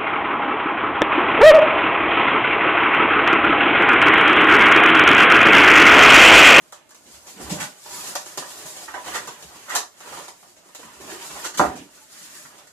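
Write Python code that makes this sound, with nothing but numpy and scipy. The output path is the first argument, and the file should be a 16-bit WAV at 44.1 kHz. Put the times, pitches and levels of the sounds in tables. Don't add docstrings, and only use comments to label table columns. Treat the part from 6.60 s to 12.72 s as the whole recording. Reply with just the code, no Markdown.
import sys
import numpy as np
from scipy import signal
from scipy.fft import rfft, irfft, next_fast_len
from scipy.io import wavfile
from scipy.ndimage import uniform_filter1d, map_coordinates

SR = 44100
rng = np.random.default_rng(int(sys.argv[2]) if len(sys.argv) > 2 else 0)


def linear_from_db(decibels):
    return 10 ** (np.asarray(decibels, float) / 20)


def int16_out(signal):
    q = np.round(np.clip(np.atleast_2d(signal).T, -1, 1) * 32767)
    wavfile.write(sys.argv[1], SR, q.astype(np.int16))


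N = 270050


def unit(x):
    return x / np.sqrt(np.mean(x ** 2))


def low_cut(x, order, hz):
    return signal.sosfilt(signal.butter(order, hz, "high", fs=SR, output="sos"), x)


def colour(x, points):
    size = next_fast_len(x.shape[-1])
    hz, db = np.transpose(points)
    bins_hz = np.maximum(np.fft.rfftfreq(size, 1 / SR), 1)
    gain = linear_from_db(np.interp(np.log(bins_hz), np.log(np.maximum(hz, 1)), db))
    return irfft(rfft(x, size) * gain, size)[..., :x.shape[-1]]


def ring(force, hz, t60_s):
    r = np.exp(-np.log(1000) / (max(t60_s, .002) * SR))
    w = 2 * np.pi * hz / SR
    return signal.lfilter([0, 2 * np.sqrt(1 - r) * np.sin(w)], [1, -2 * r * np.cos(w), r * r], force)


def walk(rate_hz):
    k = int(SR / rate_hz)
    held = np.repeat(rng.standard_normal(N // k + 1), k)
    return 1.22 * uniform_filter1d(uniform_filter1d(held, k), k)[:N]


def slips(rate_hz, spread_db, bed, judder_db):
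    when, sign, size = rng.random((3, N))
    size_db = spread_db * np.minimum(-np.log(1 - size), 4.5)
    clicks = (when < rate_hz / SR) * np.sign(sign - .5) * linear_from_db(size_db)
    rough = unit(clicks) + bed * rng.standard_normal(N)
    return unit(rough * linear_from_db(judder_db * walk(45)))


# firm from in seconds, held in seconds, foam body in dB, centre of the ringing in Hz,
# skin hiss over body in dB.
SLIDES = [(0.0, 0.077, -59, 800, 0.5), (.22, 0.064, -60, 800, -11), (3.365, 0.014, -59, 900, 6.5),
          (.36, 0.16, -59, 704, 1.5), (.5, 0.037, -55.5, 800, 6.5), (.69, 0.018, -49.5, 770, 6),
          (.82, 0.2, -41.5, 560, 0.5), (1.13, .07, -62, 900, 10), (1.32, 0.17, -40.5, 940, 3.5),
          (1.55, 0.18, -49, 750, 4.5), (1.79, 0.12, -45.5, 830, 3.5), (1.98, 0.088, -43.5, 915, 5),
          (2.17, 0.048, -44.5, 670, 3.5), (2.3, 0.16, -46, 930, -2), (2.6, 0.061, -42.5, 900, -2),
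          (2.72, 0.34, -49, 800, 0.5), (3.47, 0.13, -41.5, 860, -2.5), (3.75, 0.15, -58.5, 760, 5.5),
          (4.05, 0.16, -56.5, 750, 3), (4.25, 0.24, -47.5, 910, 0), (4.5, 0.044, -48, 1800, 0.5),
          (4.61, 0.026, -44, 850, 1), (4.71, 0.13, -41.5, 915, 3), (5.33, 0.052, -55, 1600, 4.5),
          (5.53, 0.33, -50.5, 1600, 6), (5.9, 0.13, -53, 890, -0.5)]
SLIDE_RISE_DB_S, SLIDE_FALL_DB_S = 124, 146
SLIDE_RASP_DB, SLIDE_BOOM_DB = -5, -11
# firm from in seconds, held in seconds, foam body in dB, centre of the ringing in Hz,
# box boom over body in dB.
DRAGS = [(.15, 0.026, -54, 990, -8), (.77, 0.11, -48.5, 555, -1), (0.919, 0.01, -43.5, 560, 11),
         (1.001, 0.028, -36.5, 1050, -3), (2.468, 0.01, -32.5, 890, -15), (2.539, 0.01, -31, 1040, -34),
         (3.132, 0.023, -28.5, 950, -23), (4.24, 0.011, -49, 1130, -4), (4.47, 0.059, -39.5, 476, -17),
         (5.018, 0.035, -36, 720, 6.5), (5.1, .12, -45.5, 400, -3)]
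DRAG_RISE_DB_S, DRAG_FALL_DB_S = 319, 339
DRAG_RASP_DB, DRAG_HISS_DB = -6.5, -4.5


def handling():
    t = np.arange(0, N + 64, 64) / SR
    power = np.full((5, len(t)), 1e-12)  # body, rasp, hiss, boom, power-weighted Hz
    strokes = []
    for *stroke, hiss_db in SLIDES:
        layers_db = (0, SLIDE_RASP_DB, hiss_db, SLIDE_BOOM_DB)
        strokes.append((stroke, SLIDE_RISE_DB_S, SLIDE_FALL_DB_S, layers_db))
    for *stroke, boom_db in DRAGS:
        layers_db = (0, DRAG_RASP_DB, DRAG_HISS_DB, boom_db)
        strokes.append((stroke, DRAG_RISE_DB_S, DRAG_FALL_DB_S, layers_db))
    for (s, held_s, db, hz), rise, fall, layers_db in strokes:
        press_db = db - rise * np.maximum(s - t, 0) - fall * np.maximum(t - s - held_s, 0)
        power += np.append(linear_from_db(layers_db) ** 2, hz)[:, None] * linear_from_db(2 * press_db)
    place_hz = np.maximum(power[4] / power[0], 300)
    controls = [*10 * np.log10(power[:4]), place_hz]
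    return [np.interp(np.arange(N) / SR, t, c) for c in controls]


# start in seconds, peak in dB, ringing centre in Hz, crackle in dB.
SLAPS = [(0.124, -30, 1000, -12), (0.293, -48, 1090, -6), (0.308, -42.5, 1100, -8), (0.347, -46, 780, -3.5),
         (1.554, -18, 800, -10), (1.661, -30.5, 744, -10.5), (1.775, -18, 650, -12), (1.823, -25, 940, -38),
         (2.166, -35, 678, -7), (2.565, -31, 754, -29), (2.826, -39, 490, -3.5), (3.152, -13, 960, -8.5),
         (3.4055, -32.5, 935, -13), (3.682, -29.5, 856, -11.5), (4.149, -33.5, 727, -6.5),
         (5.852, -36.5, 1430, -29)]
# start in seconds, peak in dB, ringing centre in Hz, crackle in dB.
JERKS = [(0.539, -46.5, 1400, 5), (0.797, -20.5, 331, -30), (0.897, -20, 331, -6.5),
         (0.916, -27, 624, -4.5), (1.0, -22, 1390, -2.5), (1.024, -30.5, 1410, -2),
         (1.254, -31.5, 830, -11), (2.053, -31, 980, -10), (2.278, -23.5, 1510, -21),
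         (2.337, -17, 930, -24), (2.366, -28, 990, -18), (2.672, -20, 625, -18), (2.459, -28.5, 886, -8),
         (2.537, -19.5, 2310, -10), (2.546, -15, 1240, -20), (2.953, -36, 890, -8),
         (3.636, -36.5, 1320, -3), (4.188, -34, 614, -8.5), (4.227, -34.5, 1040, -14),
         (4.842, -22, 1390, -2), (4.939, -27, 1500, -6), (4.974, -25, 1000, 4.5), (5.157, -28.5, 500, -8),
         (5.413, -62, 820, -8)]
# start in seconds, peak in dB, ringing centre in Hz, crackle in dB.
SKIDS = [(0.453, -45.5, 360, -1.5), (0.662, -36, 719, -3), (0.76, -37, 417, -23), (1.296, -35, 1010, -9),
         (1.459, -45, 845, -19), (2.48, -31, 590, -30), (3.078, -34, 1400, -14), (3.095, -21.5, 1680, -14),
         (3.52, -26, 890, -17), (3.955, -41.5, 579, -9), (4.395, -29, 453, -14), (4.43, -33.5, 420, -14),
         (4.49, -32, 1700, -8), (4.495, -33, 3400, -12), (4.695, -34.5, 1000, -2), (4.75, -30, 748, -10)]
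# start in seconds, peak in dB, ringing centre
# in Hz, crackle in dB.
TAPS = [(2.482, -29, 600, -26), (2.446, -34, 904, -12), (3.473, -32, 830, -22), (3.084, -32, 1230, -20),
        (3.522, -38, 974, -22), (3.227, -32, 1000, -20), (3.571, -32, 820, -16), (3.59, -32.5, 470, -12),
        (3.828, -41, 930, -14), (2.674, -27, 730, -12), (2.343, -28, 730, -27), (2.375, -32.5, 670, -25),
        (1.781, -28, 900, -8), (4.056, -43, 500, -17), (3.159, -15, 4000, -10), (3.165, -23, 5100, -17),
        (3.096, -33.5, 1700, -5), (4.089, -43, 1200, -14), (2.556, -21, 2300, -16), (2.564, -24, 720, -16),
        (5.983, -42, 800, -8), (4.977, -31, 1200, -3), (6.072, -44, 2100, -8), (0.805, -34, 960, -12),
        (0.903, -32, 750, -10), (4.858, -27, 900, -8)]
SLAP_S, JERK_S, SKID_S = 0.0027, 0.0091, 0.02
BOOM_DB, BOOM_AT_DB, BOOM_GROWTH, BOOM_DB_PER_OCTAVE = -47.5, -32.5, 0.36, -7


def grips():
    rows = []
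    for table, slip_s in ((SLAPS, SLAP_S), (JERKS, JERK_S), (SKIDS, SKID_S), (TAPS, SLAP_S)):
        for s, db, hz, crackle_db in table:
            boom_db = BOOM_DB + BOOM_GROWTH * (db - BOOM_AT_DB) + BOOM_DB_PER_OCTAVE * np.log2(hz / 800)
            rows.append((s, db, hz, crackle_db, boom_db - db, slip_s))
    return rows


SNAP_DB = 26


def bursts(db, chatter, snap_db=-60, lead_s=.001, spread_s=1e-5):
    out = np.zeros(N)
    t = np.arange(SR // 7) / SR
    splinters = rng.choice([-1, 1], (96, 128)) * np.exp(-t[:128] / spread_s)
    splinters *= splinters[:, :1] / np.linalg.norm(splinters, axis=1, keepdims=True)
    for (s, *_, slip_s), size, snap in zip(grips(), linear_from_db(db), splinters):
        i = int((s - lead_s) * SR)
        span_s = np.clip(slip_s, .001, .03)
        fade = np.exp(-t / span_s) * np.minimum(t / span_s ** 2 / 25, 1)
        out[i:i + len(t)] += size * chatter[i:i + len(t)] * fade[:N - i]
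        out[i:i + len(snap)] += snap * size * linear_from_db(snap_db) * np.exp(-(span_s / .008) ** 4)
    return out


# frequency in Hz, level in dB, t60 in seconds.
FOAM = [(384, -1, 0.0061), (402, 4, 0.028), (477, -5, 0.049), (603.3, 0, 0.066), (678, -8.5, 0.049),
        (735, -0.5, 0.033), (866, -2, 0.023), (946, 1, 0.047), (1040, -0.5, 0.021), (1142, -0.5, 0.043),
        (1237, -2, 0.053), (1373, 1.5, 0.016), (1580, -1, 0.015), (1700, -1.5, 0.02), (1878, -2, 0.009),
        (2260, -7, 0.0045), (2700, -5, .004), (3170, -4.5, 0.003), (3880, -6, .0022)]


def foam(body_db, place_hz):
    _, peak_db, centre_hz, *_ = np.transpose(grips())
    rub = slips(1100, 2.6, .9, 2)
    catch = slips(4000, 2, 1.5, 0)
    out = 0
    for k, (hz, db, t60_s) in enumerate(FOAM):
        rub_db = body_db - 11.0 - 4.3 * np.abs(np.log2(hz / place_hz)) + 1.4 * walk(10)
        share_db = -9 * np.abs(np.log2(hz / centre_hz)) + 1.26 * rng.standard_normal(len(peak_db))
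        force = rub * linear_from_db(rub_db) + bursts(peak_db + share_db - 11.5, catch, snap_db=SNAP_DB - 4)
        out = out + (-1) ** k * linear_from_db(db) * ring(force, hz, t60_s)
    return low_cut(out, 4, 290)


# frequency in Hz, density in dB per Hz.
RASP = [(1000, -22), (1700, 1.5), (2000, -6), (3020, -3.5), (4900, -16.5), (6370, -19), (10800, -120)]
HISS = [(2710, -10), (4600, -1), (6130, -1.5), (6700, 2), (8580, -3), (10700, -5.5), (14000, -10.5),
        (14600, -17), (15000, -38)]
CRACKLE = [(1100, -14), (1900, 0.5), (3500, 1), (5200, 0.5), (7000, 4.5), (9000, -5), (12000, -8.5),
           (14500, -19), (15600, -37), (16500, -60)]


def surface(rasp_db, hiss_db):
    _, peak_db, _, crackle_db, *_ = np.transpose(grips())
    rasp = unit(colour(slips(1200, 3.5, .9, 2.5), RASP))
    hiss = unit(colour(slips(2000, 3.5, 1, 2.2), HISS))
    chatter = slips(5000, 2.5, 1.2, 0)
    force = bursts(peak_db + crackle_db - 4.5, chatter, snap_db=SNAP_DB, lead_s=0)
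    return rasp * linear_from_db(rasp_db - 10.0) + hiss * linear_from_db(hiss_db - 12.0) + colour(force, CRACKLE)


def ticks(rasp_db):
    tick_db = -14
    return unit(colour(slips(260, 4, .05, 3), CRACKLE)) * linear_from_db(rasp_db + tick_db)


# frequency in Hz, density in dB per Hz.
SNAP = [(1100, -20), (2500, -6), (7000, 6.5), (10000, -1.5), (14300, 0), (15000, 11), (15800, 8),
        (16400, -38)]


def snaps():
    _, peak_db, _, crackle_db, *_ = np.transpose(grips())
    silent = np.zeros(N)
    clicks = bursts(peak_db + crackle_db - 4, silent, snap_db=SNAP_DB, lead_s=0, spread_s=0.0008)
    return colour(clicks, SNAP)


# start in seconds, length in seconds, level in dB, frequency in Hz.
SQUEAKS = [(1.0, 0.045, -41, 1486), (1.295, 0.1, -48, 970), (1.395, 0.06, -56, 990), (4.59, .05, -50, 938),
           (4.815, 0.062, -45, 900), (4.842, 0.03, -44, 1450), (2.28, 0.033, -47, 1560),
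           (2.351, .05, -42, 980), (3.152, 0.013, -27.5, 961), (4.892, .03, -56, 943),
           (5.404, 0.028, -63, 870), (5.06, .05, -40, 760), (4.745, .03, -46, 800)]
SQUEAK_T60_S, SQUEAK_STEADY = 0.05, 0.09


def squeaks():
    t = np.arange(N) / SR
    jitter = rng.standard_normal(N)
    out = 0
    for s, length_s, db, hz in SQUEAKS:
        force = 0.45 * jitter + SQUEAK_STEADY * np.sin(2 * np.pi * hz * t)
        swell = np.sin(np.pi * np.clip((t - s) / length_s, 0, 1)) ** .5
        out = out + linear_from_db(db) * ring(force * swell, hz, SQUEAK_T60_S)
    return out


# start in seconds, peak in dB.
KNOCK = [
    (4.9955, -1),
    (5.0005, -2.5),
    (5.0125, -4.5),
    (5.037, -10),
    (5.0512, -13),
    (5.07, -25),
    (5.083, -24),
    (5.098, -25),
    (5.118, -30),
    (5.137, -32),
]
# frequency in Hz, level in dB, t60 in seconds.
KNOCK_MODES = [(280, -7.5, 0.16), (359.6, -9, 0.16), (420, -12.5, 0.21), (598, -11, 0.51), (670, -5, 0.072),
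               (754, -10, 0.86), (880, 2.5, 0.068), (1006, 2.5, 0.082), (1130, -5.5, 0.043),
               (1240, 1.5, 0.089), (1290, -30, 0.4), (1393, -3.5, 0.091), (1668, -17, 0.38),
               (1880, -10.5, 0.14), (1880, -34, 0.25), (1960, -44, 0.91), (2700, -14, 0.28),
               (2977, -22, 0.26)]


def knock():
    contact_s, ring_share = 0.00065, 0.16
    force = np.zeros(N)
    for s, db in KNOCK:
        force[int(s * SR)] = linear_from_db(db)
    push = np.sin(np.pi * np.clip(np.arange(64) / SR / contact_s, 0, 1)) ** 2
    force = np.convolve(force, push / push.sum())[:N]
    body = 0
    for k, (hz, db, t60_s) in enumerate(KNOCK_MODES):
        body = body + (-1) ** k * linear_from_db(db) * ring(force, hz, ring_share * t60_s) * np.sqrt(t60_s)
    crack = linear_from_db(21.0) * np.gradient(force)
    return linear_from_db(22.5) * body + crack


# frequency in Hz, level in dB, t60 in seconds.
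BOX = [(67, -9, 0.17), (113.7, -3.5, 0.054), (155, -0.5, 0.038), (196.7, -3, 0.072), (209, -3.5, 0.087),
       (280, 1, 0.021)]


def box(boom_db):
    _, peak_db, _, _, thud_db, _ = np.transpose(grips())
    shake = slips(400, 1.2, 3.2, 1.3)
    force = shake * linear_from_db(boom_db - 7.0) + bursts(peak_db + thud_db - 11.5, shake)
    out = 0
    for k, (hz, db, t60_s) in enumerate(BOX):
        out = out + (-1) ** k * linear_from_db(db) * ring(force * linear_from_db(2 * walk(7)), hz, t60_s)
    return low_cut(out, 2, 55)


# start in seconds, peak in dB.
THUMPS = [
    (.52, -51),
    (.82, -36),
    (2.27, -56),
    (2.5, -52),
    (2.83, -50),
    (4.36, -54),
    (4.7, -54),
    (5.031, -37),
]
THUMP_HZ, THUMP_RISE_S, THUMP_T60_S = 71.4, 0.045, 0.23
# start in seconds, peak in dB, frequency in Hz.
PANEL = [(0.0, -57, 166), (0.759, -44.5, 194), (0.791, -36, 280), (1.775, -46, 152), (1.78, -44, 260),
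         (2.5, -46, 340), (2.84, -50, 160), (2.94, -57, 148), (5.842, -55, 148), (.908, -22, 182),
         (.96, -39, 190), (0.989, -36, 246), (2.043, -44.5, 156), (4.23, -44, 250), (4.514, -35, 370),
         (4.995, -26.5, 155), (5.14, -36, 229), (5.17, -41, 287), (5.2, -46, 318), (5.105, -32, 420),
         (5.215, -56, 376)]
PANEL_RISE_S, PANEL_T60_S = 0.015, 0.059


def bumps():
    out = np.zeros(N + SR)
    t = np.arange(SR // 2) / SR
    rows = [(s, db, THUMP_HZ, THUMP_RISE_S, THUMP_T60_S) for s, db in THUMPS]
    rows += [(s, db, hz, PANEL_RISE_S, PANEL_T60_S) for s, db, hz in PANEL]
    for s, db, hz, rise_s, t60_s in rows:
        i = int(max(s, 0) * SR)
        swell = np.sin(np.pi / 2 * np.minimum(t / rise_s, 1)) ** 2
        fade = np.exp(-np.log(1000) * np.maximum(t - rise_s, 0) / t60_s)
        out[i:i + len(t)] += linear_from_db(db) * swell * fade * np.sin(2 * np.pi * hz * t)
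    return out[:N] * linear_from_db(1.6 * walk(29.98))


# frequency in Hz, t60 in seconds, tail over direct in dB.
ROOM = [(60.3, 0.28, -12), (250, 0.28, 1), (800, 0.23, 0.5), (1500, 0.22, 0), (2470, 0.19, 11),
        (7100, 0.26, 12), (14800, 0.17, 13.5)]


def room(x):
    gap_s, alike_hz, count = 0.0022, 1400, 32
    places = 18 * count
    size, hop = next_fast_len(SR // 3), N // (places - 1) + 1
    t = np.arange(size) / SR
    tails = np.zeros((count, 2, size))
    noise = rfft(rng.standard_normal((count, 2, size)))
    hz, t60_s, wet_db = np.transpose(ROOM)
    sides = np.array([[1], [-1]])
    for centre_hz in 40 * 2. ** np.arange(10):
        octaves = np.log2(np.maximum(np.fft.rfftfreq(size, 1 / SR), 1) / centre_hz)
        band = irfft(noise * np.cos(np.pi / 2 * np.clip(octaves, -1, 1)) ** 2, size)
        band_t60_s = np.interp(np.log(centre_hz), np.log(hz), t60_s)
        decay = np.exp(-np.log(1000) * t / band_t60_s) * np.clip(t / gap_s - .5, 0, 1)
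        decay *= linear_from_db(np.interp(np.log(centre_hz), np.log(hz), wet_db)) / np.sqrt(np.sum(decay ** 2))
        apart = np.clip((centre_hz / alike_hz) ** 0.76, .3, 1)
        tails += decay * (band[:, :1] + apart * band[:, 1:] * sides) / np.sqrt(1 + apart ** 2)
    out = np.zeros((2, (places + 1) * hop + size))
    fade = np.sqrt(np.hanning(2 * hop))
    padded = np.pad(x, (hop, 2 * hop))
    reach = next_fast_len(size + 2 * hop)
    tails = rfft(tails, reach)
    for k in range(places):
        source = rfft(padded[k * hop:(k + 2) * hop] * fade, reach)
        part = irfft(source * tails[k % count], reach)[:, :size + hop]
        out[:, k * hop:k * hop + part.shape[1]] += part
    return low_cut(out[:, hop:hop + N], 2, 55)


# frequency in Hz, density in dB per Hz.
QUIET = [(15, -43), (25, -13), (354, -4), (488, -9), (621, 2), (729, -14), (1960, -17), (2130, -9),
         (2300, -21), (5570, -23), (6900, -16), (15000, -28)]
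QUIET_DB = -56


def quiet():
    mid, side = colour(rng.standard_normal((2, N)), QUIET)
    return linear_from_db(QUIET_DB - 4) * unit(mid + .8 * side * np.array([[1], [-1]]))


def scene():
    port_lag_s = .0001
    body_db, rasp_db, hiss_db, boom_db, place_hz = handling()
    spread = foam(body_db, place_hz) + surface(rasp_db, hiss_db) + box(boom_db) + bumps() + squeaks()
    blow = knock()
    near = spread + blow + snaps() + ticks(rasp_db)
    late = map_coordinates(near, [np.arange(N) - port_lag_s * SR], order=3)
    wall = linear_from_db(-7.0) * np.array([np.roll(near, int(.0061 * SR)), np.roll(near, int(.0059 * SR))])
    return np.array([near, late]) + wall + room(spread + linear_from_db(-5.0) * blow) + quiet()


# frequency in Hz, left minus right in dB.
PORTS = [(60, -1.5), (110, -6.5), (200, -2), (380, -4), (700, -4), (1290, -3.5), (2380, -4.5), (4390, -0.5),
         (8100, 0.5), (15000, -3)]


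def ports(dry):
    half = np.array(PORTS) * [1, .5]
    return np.array([colour(dry[0], half), colour(dry[1], half * [1, -1])])


def top_cut(x):
    return signal.sosfilt(signal.butter(12, 15790, fs=SR, output="sos"), x)


def record(dry):
    rounded = np.tanh(.8 * ports(dry)) / .8
    mix = signal.sosfilt(signal.ellip(6, .5, 27, 14500, fs=SR, output="sos"), rounded)
    return top_cut(mix)


dry = scene()
out = record(dry)
int16_out(out)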